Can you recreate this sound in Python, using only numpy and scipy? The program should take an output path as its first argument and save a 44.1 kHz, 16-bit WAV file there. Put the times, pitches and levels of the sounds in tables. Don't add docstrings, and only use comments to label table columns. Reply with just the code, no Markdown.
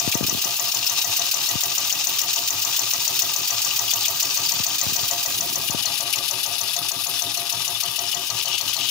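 import sys
import numpy as np
from scipy import signal
from scipy.fft import rfft, irfft
from scipy.io import wavfile
from scipy.ndimage import uniform_filter1d, map_coordinates

SR = 44100
rng = np.random.default_rng(int(sys.argv[2]) if len(sys.argv) > 2 else 0)


def transcribe(signal):
    frames = np.atleast_2d(signal).T
    limited = np.clip(frames, -1, 1)
    pcm = np.round(limited * 32767).astype(np.int16)
    wavfile.write(sys.argv[1], SR, pcm)


N = 392490
TIME = np.arange(N) / SR

# time in seconds, level in dB.
PRESSURE = [(0, 1.74), (3.7, 1.53), (4.8, 0.9), (6.1, 4.5), (7.7, 4), (8.3, 1.9), (8.9, 2.5)]
# crank angle after the knock in turns, half width in turns,
# hiss in dB, fine spray in dB.
GAPES = [(0.178, 0.038, -3.5, 2), (0.307, 0.046, -4, -11), (0.493, 0.08, -2, -20),
         (0.622, 0.083, -1.5, -2.5)]
SEATED_HISS_DB, SEATED_SPRAY_DB = -4.5, 0
# a time in seconds within the puff's turn, level change in dB.
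ODD_PUFFS = [(.12, -1), (.56, -2.5), (.71, -4), (1.16, 2.5), (1.46, -1), (2.19, 1.5), (3.19, 4),
             (3.33, -1.5), (4.2, 2.5), (4.34, -0.5), (4.93, 0.5), (5.23, -2), (6.13, 2), (7.19, 0.5),
             (7.8, 2), (8.27, -2)]
PUFF_DB, PUFF_SCATTER_DB = -1, 1
PUFF_AT_TURN, PUFF_HOLD_TURNS, PUFF_FADE_TURNS, PUFF_ATTACK_TURNS = 0.787, 0.07, 0.055, 0.0044
# frequency in Hz, left in dB, right in dB,
# left once shifted in dB, right once shifted in dB.
STEAM_SPECTRUM = [(533, 6.5, 2.5, -1, -16), (2277, 13.5, 5, 3, -10), (2563, 24.5, 13.5, 16.5, 0),
                  (3350, 25.5, 1, 10.5, -11), (3260, 24, 7, 22, -3), (4130, 25, 15.5, 13.5, 6.5),
                  (5120, 25, 14.5, 16, 1.5), (6550, 27, 21.5, 2.5, 7), (8240, 15, 9.5, 1.5, -7),
                  (9800, 14.5, 6, 11.5, -6), (10300, -5, 12.5, 15, -14), (10980, -7, 6, 12.5, -33),
                  (13530, 10, 17, 6.5, -40), (14900, 18.5, 20, -9, 0)]
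# time in seconds, left port share 0-1, right port share 0-1.
PHONE_SHIFT = [(0, 0.66, 0.43), (4.9, 0.54, 0.34), (5.55, 0.86, 0.6), (5.85, 0.87, 0.9), (6.4, 0.91, 0.93),
               (7.8, 0.89, 0.92), (8.3, 0.78, 0.84), (8.9, 0.71, 0.89)]
STEAM_GAIN_DB = -37.5


def steam(turn):
    pressure_db = curves(PRESSURE, TIME)[0]
    leak = (leak_hiss(turn) + leak_spray(turn)) * undb(pressure_db)
    air = colour(leak + exhaust(turn, pressure_db), [30, 150, 500], [-35, -10, 0])
    air = air + passages(air)
    air = port_lag(mirrored(air))
    hz, *ports_db = np.transpose(STEAM_SPECTRUM)
    heard = []
    for port, shift in enumerate(curves(PHONE_SHIFT, TIME)):
        before = colour(air[port], hz, ports_db[port])
        shifted = colour(air[port], hz, ports_db[port + 2])
        heard.append((1 - shift) * before + shift * shifted)
    return undb(STEAM_GAIN_DB) * np.array(heard)


def leak_hiss(turn):
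    wet = jet(shared=0.45, grain_db=1.5, rate=330) + sputter()
    hiss = colour(wet, [7500, 10500, 14000], [0, -4.5, -14]) * undb(1.08 * walk(51))
    centres, widths, hiss_db, _ = np.transpose(GAPES)
    return hiss * swells(turn, centres, widths, hiss_db, SEATED_HISS_DB)


def leak_spray(turn):
    spray = colour(jet(shared=0.27, grain_db=2.0, rate=200), [7000, 9500, 13000], [-22, -3.5, 0])
    centres, widths, _, spray_db = np.transpose(GAPES)
    return spray * undb(walk(33)) * swells(turn, centres, widths, spray_db, SEATED_SPRAY_DB)


def exhaust(turn, pressure_db):
    puff_db = PUFF_DB + pressure_db + PUFF_SCATTER_DB * each_turn(turn + .5)
    puff_turn = np.floor(turn + .5)
    for s, db in ODD_PUFFS:
        puff_db = puff_db + db * (puff_turn == np.floor(np.interp(s, TIME, turn) + .5))
    gate = burst(turn, PUFF_AT_TURN, PUFF_HOLD_TURNS, PUFF_FADE_TURNS, attack=PUFF_ATTACK_TURNS)
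    blast = jet(shared=0.66, grain_db=0.5, rate=1400) * gate * undb(puff_db)
    puff = colour(blast, [2500, 4950, 11600, 13100], [1, 2, 6, 7.5])
    return signal.sosfilt(signal.butter(3, 1500, "high", fs=SR, output="sos"), puff)


SPUTTER_PER_S, SPUTTER_HZ, SPUTTER_WIDTH_HZ = 34, (2600, 6000), 260
SPUTTER_SHORTEST_S = .006
SPUTTER_DB, SPUTTER_SCATTER_DB = -11.5, 2.5


def sputter():
    t = np.arange(SR // 25) / SR
    out = np.zeros(N + len(t))
    for when, pitch, length in rng.random((int(SPUTTER_PER_S * N / SR), 3)):
        mode = [(np.interp(pitch, [0, 1], SPUTTER_HZ), SPUTTER_WIDTH_HZ, 0)]
        fizz = resonate(resonate(rng.standard_normal(len(t)), mode), mode)
        fizz = level(fizz, SPUTTER_DB + SPUTTER_SCATTER_DB * rng.standard_normal())
        start = int(when * N)
        out[start:start + len(t)] += fizz * np.exp(-(t / (SPUTTER_SHORTEST_S * (1 + length))) ** 2)
    return out[:N]


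# frequency in Hz, width in Hz, level in dB,
# strongest at in seconds, half span in seconds.
PASSAGES = [(2456, 35, 0, 1, 16), (2810, 64, 0, 0.62, 2.6), (3790, 88, -2, 1.1, 0.69),
            (4340, 87, -2, 0.64, .7), (5200, 90, 0, 0.9, 0.72), (5450, 110, -3, 2.6, 2),
            (4640, 70, -2, 4.2, 1.3), (2890, 89, 1.5, 5.97, 0.5), (5550, 130, -5, 7.3, 1.5),
            (2950, 260, 0, 8.4, 1.1)]


def passages(air):
    out = 0
    for *mode, s, span in PASSAGES:
        presence = np.exp(-((TIME - s) / span) ** 2) * undb(2 * walk(30))
        out = out + resonate(air, [mode]) * presence
    return out


# mean delay at left port in seconds,
# mean delay at right port in seconds, level in dB.
MIRRORS = [(.00132, .00145, -18), (.0034, .0029, -16), (.0071, .0078, -14)]
SWAY_SHARE, SWAY_PER_S = .012, .8


def mirrored(x):
    stretch = 1 + SWAY_SHARE * walk(SWAY_PER_S)
    out = x
    for *delays, db in MIRRORS:
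        echo = [map_coordinates(port, [(TIME - delay * stretch) * SR], order=2)
                for port, delay in zip(x, delays)]
        out = out + undb(db) * np.array(echo)
    return out


# frequency in Hz, phase in radians.
PORT_LAG = [(1500, 0.5), (2600, 0.85), (3600, 2.5), (4700, 0.2), (6000, 1.2), (8600, 0.85), (9600, 3.5),
            (11000, 1.5), (13000, 4), (15000, 6)]


def port_lag(x):
    lag = curves(PORT_LAG, np.arange(N // 2 + 1) * SR / N)[0]
    return np.array([x[0], irfft(rfft(x[1]) * np.exp(-1j * lag), N)])


# frequency in Hz, t60 in seconds, level in dB.
BRASS = [(1945, 0.14, -30), (5750, 0.028, -17), (6080, 0.008, 0), (6222, 0.032, -14), (6545, 0.036, -17),
         (6900, 0.009, -2.5), (7180, 0.022, -17), (13400, 0.014, -12), (15000, 0.005, -10)]
# time in seconds, level in dB.
CLINK_LEVEL = [(0, -19), (7.5, -8.5), (8.9, 0)]
CLINK_HZ, CLINK_T60_S = 4360, .022
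# delay in first-rebound gaps, level in dB.
REBOUNDS = [(1, -3.5), (1.8, -12)]
REBOUND_S, REBOUND_SCATTER_S, REBOUND_MIN_S = .0027, 0.0002, .001
# frequency in Hz, level in dB.
KNOCK_COLOUR = [(2000, -4), (4300, -3), (5000, -7), (5700, 0), (7300, 0), (8000, -8), (12000, -8),
                (13300, -1)]
KNOCK_DB, KNOCK_SCATTER_DB, SHIFTED_KNOCK_DB = -31.2, 0.7, -5
KNOCK_PAN_DB, SHIFTED_PAN_DB = 15, 12
CONTACT_S = .00028
KNOCK_DETUNE = .12


def knock(turn, scatter_db):
    t = np.arange(SR // 6) / SR
    contact = 1 - np.exp(-(t / CONTACT_S) ** 2)
    hz, t60, modes_db = np.transpose(BRASS)[:, :, None]
    width_hz = np.log(1000) / (np.pi * t60)
    clink = undb(-60 * t / CLINK_T60_S) * np.sin(2 * np.pi * CLINK_HZ * t)
    out = np.zeros(N + len(t))
    times = passes(turn, 0)
    for s, chance in zip(times, rng.standard_normal((len(times), 3 + len(BRASS)))):
        gap_chance, rebound_chance, level_chance = chance[:3]
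        pitch = hz + KNOCK_DETUNE * rng.standard_normal(hz.shape) * width_hz
        decay = undb(modes_db + scatter_db * chance[3:, None] - 60 * t / t60)
        ring = np.sum(decay * np.sin(2 * np.pi * pitch * t), axis=0)
        strike = contact * (ring + undb(curves(CLINK_LEVEL, s)[0]) * clink)
        sound = strike.copy()
        for gaps, rebound_db in REBOUNDS:
            lag_s = gaps * (REBOUND_S + REBOUND_SCATTER_S * gap_chance)
            lag = int(max(lag_s, REBOUND_MIN_S) * SR)
            sound[lag:] += undb(rebound_db + scatter_db * rebound_chance) * strike[:-lag]
        start = int(s * SR)
        out[start:start + len(t)] += level(sound, KNOCK_SCATTER_DB * level_chance)
    shift = curves(PHONE_SHIFT, TIME)[1]
    heard = corner(colour(out[:N], *np.transpose(KNOCK_COLOUR)), wet_db=-10, t60=.075)
    return level(heard * undb(SHIFTED_KNOCK_DB * shift), KNOCK_DB) * pan(KNOCK_PAN_DB + SHIFTED_PAN_DB * shift)


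# frequency in Hz, width in Hz, level in dB.
TABLE = [(109.5, 10.6, -0.5), (165.2, 13.6, -5.5), (273.5, 17.5, -7), (315, 6.7, -4), (379.3, 17, -3.5)]
PLATE = [(492, 18, -16), (554, 32, -9), (699, 15.6, 5)]
FRAME = [(819.4, 17, 3), (923, 40, 4.5), (1057, 255, -5.5), (1182, 56, 5.5), (1274, 40, -1),
         (1594, 43, -3.5), (1930, 18, 0.5), (2220, 25, -5.5)]
# crank angle in turns, half width in turns, table in dB, base plate in dB,
# frame in dB.
RUBS = [(0.06, 0.066, -7, 16.5, 15.5), (0.163, 0.075, 2, 14, 13.5), (0.307, 0.029, 5, 14.5, 16),
        (0.518, 0.08, -3.5, 7.5, 14), (.71, 0.042, -4, -6, 14.5)]
FREE_TABLE_DB, FREE_PLATE_DB, FREE_FRAME_DB = -11, -7, 3
# crank angle in turns, half width in turns, level in dB.
UNLOADED = (0.746, 0.075, -5)
TABLE_GAP_DB, TABLE_GAP_AT_TURN, TABLE_GAP_HALF_TURNS = -6, 0.92, 0.062
# time in seconds, level in dB.
PLATE_LEVEL = [(0, 3.5), (1.1, -0.5), (1.9, -2), (4.4, -1), (5.3, 2.5), (6.7, 0.5), (7.25, -5.5), (8.0, 0),
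               (8.9, -1)]
SHIFTED_FRAME_DB = -2.5


def bearing(turn):
    taps = piston_taps(turn)
    centres, widths, table_db, plate_db, frame_db = np.transpose(RUBS)
    centre, width, unloaded_db = UNLOADED
    load = undb(unloaded_db * around(turn, centre, width))

    def grind(noise, peaks_db, free_db):
        return noise * load * swells(turn, centres, widths, peaks_db, free_db)

    table = grind(jet(shared=0.93, grain_db=2.5, rate=250), table_db, FREE_TABLE_DB)
    plate = grind(jet(shared=0.78, grain_db=0.0, rate=270), plate_db, FREE_PLATE_DB)
    frame = grind(jet(shared=0.61, grain_db=1.5, rate=96), frame_db, FREE_FRAME_DB)
    table = resonate(table, TABLE) * undb(TABLE_GAP_DB * around(turn, TABLE_GAP_AT_TURN, TABLE_GAP_HALF_TURNS))
    table = level(colour(table, [30, 90, 450, 900], [10, 3.2, 1.4, 5.8]), -48.0)
    plate = level(colour(resonate(plate + taps, PLATE), [100, 400], [-15, 0]), -44.5)
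    plate = (plate + plate_song(turn, load)) * undb(curves(PLATE_LEVEL, TIME)[0])
    frame = level(colour(resonate(frame + taps, FRAME), [100, 600, 1250, 1450], [-20, 1.5, 2, -0.5]), -39.5)
    return table + plate + frame * undb(SHIFTED_FRAME_DB * curves(PHONE_SHIFT, TIME)[1])


# crank angle in turns, level in dB.
TAPS = [(.948, 38), (.962, 29)]
TAP_SCATTER_DB = 1.1


def piston_taps(turn):
    taps = 0
    for share, db in TAPS:
        times = passes(turn, share)
        taps = taps + clicks(times, undb(db + TAP_SCATTER_DB * rng.standard_normal(len(times))))
    return taps


# time in seconds, level in dB.
SING_LEVEL = [(0, -9.5), (1, 8), (2, -2), (4.5, -44), (5.7, -16), (6.9, 5), (7.28, 21), (7.5, 12),
              (7.9, 7.5), (8.9, -12)]
SING_AT_TURN, SING_HOLD_TURNS, SING_FADE_TURNS, SING_ATTACK_TURNS = .94, 0.13, 0.52, 0.052
SING_DB, SING_WANDER_HZ = -50.5, 3


def plate_song(turn, load):
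    hz = PLATE[-1][0] + SING_WANDER_HZ * walk(17.2)
    hum = np.sin(2 * np.pi * np.cumsum(hz) / SR) * undb(curves(SING_LEVEL, TIME)[0])
    gate = burst(turn, SING_AT_TURN, SING_HOLD_TURNS, SING_FADE_TURNS, attack=SING_ATTACK_TURNS)
    return level(hum * load * gate, SING_DB)


# start in seconds, frequency in Hz, width in Hz, length in seconds, relative dB.
SPITS = [(0.123, 2520, 1100, 0.012, -24.5), (0.274, 5270, 400, 0.012, -28), (0.37, 3770, 1600, 0.019, -34),
         (0.718, 5640, 1200, 0.0066, -25), (0.866, 5300, 700, 0.013, -24.5),
         (1.901, 2950, 1000, 0.0075, -28.5), (2.193, 5500, 485, 0.016, -29),
         (2.766, 3330, 700, 0.0055, -27), (2.908, 4560, 900, 0.0063, -27), (3.879, 2970, 696, 0.02, -32),
         (3.893, 4780, 400, 0.011, -25), (3.91, 3440, 900, 0.025, -32), (3.97, 3000, 300, 0.013, -32.5),
         (4.038, 3480, 900, 0.022, -30), (4.053, 2700, 900, 0.012, -27.5), (4.202, 5600, 500, 0.014, -28),
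         (4.46, 4800, 600, 0.012, -27), (4.489, 5440, 400, 0.009, -27), (5.344, 4480, 900, 0.0041, -27),
         (5.68, 2840, 700, 0.0097, -28), (5.861, 4270, 297, 0.0086, -23.5),
         (6.137, 2700, 700, 0.0082, -24.5), (6.695, 3500, 500, 0.015, -29),
         (8.126, 2950, 1110, 0.0032, -25), (8.412, 2850, 1600, 0.0019, -22),
         (8.514, 3140, 1600, 0.067, -32), (8.58, 3200, 1600, 0.0023, -21), (8.729, 2800, 1000, 0.0041, -22),
         (8.789, 3250, 1620, 0.18, -33)]
SPITS_GAIN_DB = 6.0


def spits():
    out = np.zeros(N)
    t = np.arange(SR // 8) / SR
    for s, hz, width, length, db in SPITS:
        mode = [(hz, width, 0)]
        fizz = level(resonate(resonate(rng.standard_normal(len(t)), mode), mode), db + SPITS_GAIN_DB)
        fizz = fizz * np.exp(-(t / length) ** 2)
        start = int(s * SR)
        out[start:start + len(t)] += fizz[:N - start]
    out = colour(out, [1800, 2450], [-12, 0])
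    return corner(out, wet_db=-4, t60=.04) * pan(12.)


# start in seconds, peak in dB, contact time constant in seconds.
BUMPS = [(0.076, -10.5, 0.00049), (0.1526, -9.5, 0.00038), (0.209, -10.5, 0.00022), (0.212, -17, 0.0012),
         (0.228, -14, 0.0011), (0.246, -17.5, 0.0004), (0.283, -24, 0.00029), (0.327, -18, 0.00034),
         (0.348, -17, .0005), (0.374, -25, 0.00071), (0.456, -23.5, 0.00029), (1.554, -13, 0.00083),
         (4.6, -20, 0.00088), (4.865, -16.5, 0.0014), (4.922, -23.5, 0.00065), (5.028, -25, 0.0014),
         (5.697, -20, 0.00079), (5.747, -12, 0.00038)]
CASE_HZ = 92
CASE_RING = (280, 200, -3)  # Hz, width Hz, dB


def bumps(roughness):
    out = np.zeros(N)
    t = np.arange(SR // 10) / SR
    case = signal.butter(6, CASE_HZ, "high", fs=SR, output="sos")
    for s, db, contact in BUMPS:
        grit = level(uniform_filter1d(rng.standard_normal(len(t)), size=14))
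        push = (t / contact) ** 2 * np.exp(-t / contact) * (1 + roughness * grit)
        swing = signal.sosfilt(case, push + resonate(push, [CASE_RING]))
        start = int(s * SR)
        out[start:start + len(t)] += undb(db) * swing / np.max(np.abs(swing))
    return out


# start in seconds, peak rms in dB, rise in seconds, fade in seconds.
SLIDES = [(.21, -33, 0.019, 0.09), (4.87, -39, 0.025, 0.15), (5.25, -37, 0.2, 0.33)]


def slides():
    skin = grainy(grain_db=4, rate=200)
    rub = level(colour(skin, [30, 100, 350, 700, 2000], [-6, 12.0, 9.0, -9.0, -39]))
    sliding = 0
    for s, db, rise, fade in SLIDES:
        fall = np.exp(-np.maximum(TIME - s - rise, 0) / fade)
        sliding = sliding + undb(db) * np.clip((TIME - s) / rise, 0, 1) * fall
    return rub * sliding


def fingers(roughness=0.14):
    return (bumps(roughness) + slides()) * pan(30.0) / np.sqrt(2)


# frequency in Hz, level in dB.
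ROOM = [(20, -16), (45, -11), (75, -22), (130, 20), (300, 5), (1000, -5), (4000, -6)]


def room():
    return level(colour(rng.standard_normal(N), *np.transpose(ROOM)), -58.5)


def undb(db):
    return 10 ** (np.asarray(db) / 20)


def level(x, db=0):
    return x * undb(db) / np.sqrt(np.mean(x ** 2))


def curves(table, at):
    x, *columns = np.transpose(table)
    return [np.interp(at, x, c) for c in columns]


def pan(db):
    gains = undb(np.array([db, -db]).reshape(2, -1) / 2)
    return gains / np.sqrt(np.mean(gains ** 2, axis=0))


def colour(x, hz, db):
    f = np.arange(N // 2 + 1) * SR / N
    return irfft(rfft(x) * undb(np.interp(np.log(f + 1), np.log(hz), db)), N)


def resonate(x, modes):
    out = 0
    for k, (hz, width, db) in enumerate(modes):
        out = out + (-1) ** k * undb(db) * signal.lfilter(*signal.iirpeak(hz, hz / width, SR), x)
    return out


def walk(rate):
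    k = max(int(SR / rate), 1)
    return level(uniform_filter1d(uniform_filter1d(rng.standard_normal(N), k), k))


def grainy(grain_db, rate):
    return level(rng.standard_normal(N) * undb(grain_db * walk(rate)))


def jet(shared, grain_db, rate):
    noise = np.sqrt(shared) * rng.standard_normal(N) + np.sqrt(1 - shared) * rng.standard_normal((2, N))
    return level(noise * undb(grain_db * walk(rate)))


def clicks(times, sizes):
    index = np.round(times * SR).astype(int)
    inside = (index >= 0) & (index < N)
    return np.bincount(index[inside], sizes[inside], N)


def corner(x, wet_db, t60):
    t = np.arange(SR // 4) / SR
    tail = rng.standard_normal((2, len(t))) * np.exp(-np.log(1000) * t / t60) * (t > .0004)
    tail *= undb(wet_db) / np.sqrt(np.sum(tail ** 2, axis=1, keepdims=True))
    tail[:, 0] = 1
    return signal.fftconvolve(x[None], tail, axes=1)[:, :N] / np.sqrt(1 + undb(2 * wet_db))


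def swells(turn, centres, widths, peaks_db, rest_db):
    power = undb(rest_db) ** 2
    for centre, width, db in zip(centres, widths, peaks_db):
        power = power + undb(db) ** 2 * around(turn, centre, width)
    return np.sqrt(power)


def passes(turn, share):
    return np.interp(np.arange(share, turn[-1]), turn, TIME)


def each_turn(turn):
    return rng.standard_normal(int(turn[-1]) + 2)[turn.astype(int)]


def burst(turn, opens, holds, fade, attack):
    age = (turn - opens) % 1
    return np.clip(age / attack, 0, 1) * np.exp(-np.maximum(age - holds, 0) / fade)


def around(turn, centre, width):
    return np.exp(-(((turn - centre + .5) % 1 - .5) / width) ** 2)


# time in seconds, turns per second.
SPEED = [(0.0, 6.687), (0.85, 6.654), (1.8, 6.907), (2.55, 6.902), (2.7, 6.986), (3.35, 7.051),
         (4.15, 6.828), (4.4, 6.908), (4.8, 6.729), (5.6, 6.719), (6.15, 6.572), (6.6, 6.629), (7.0, 6.544),
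         (7.45, 6.597), (7.8, 6.406), (8.9, 6.486)]
START_TURN = .0188
# time in seconds, half length in seconds, level in dB.
DIP = (0.22, 0.027, -5)


def scene():
    turn = START_TURN + np.cumsum(curves(SPEED, TIME)[0]) / SR
    s, length, db = DIP
    dip = undb(db * np.exp(-((TIME - s) / length) ** 2))
    engine = steam(turn) * dip + knock(turn, scatter_db=2.0) + bearing(turn) + spits()
    return engine + fingers() + room()


TOP_HZ = 15550


def record(dry):
    return signal.sosfilt(signal.ellip(10, .2, 80, TOP_HZ, fs=SR, output="sos"), dry)


dry = scene()
out = record(dry)
transcribe(out)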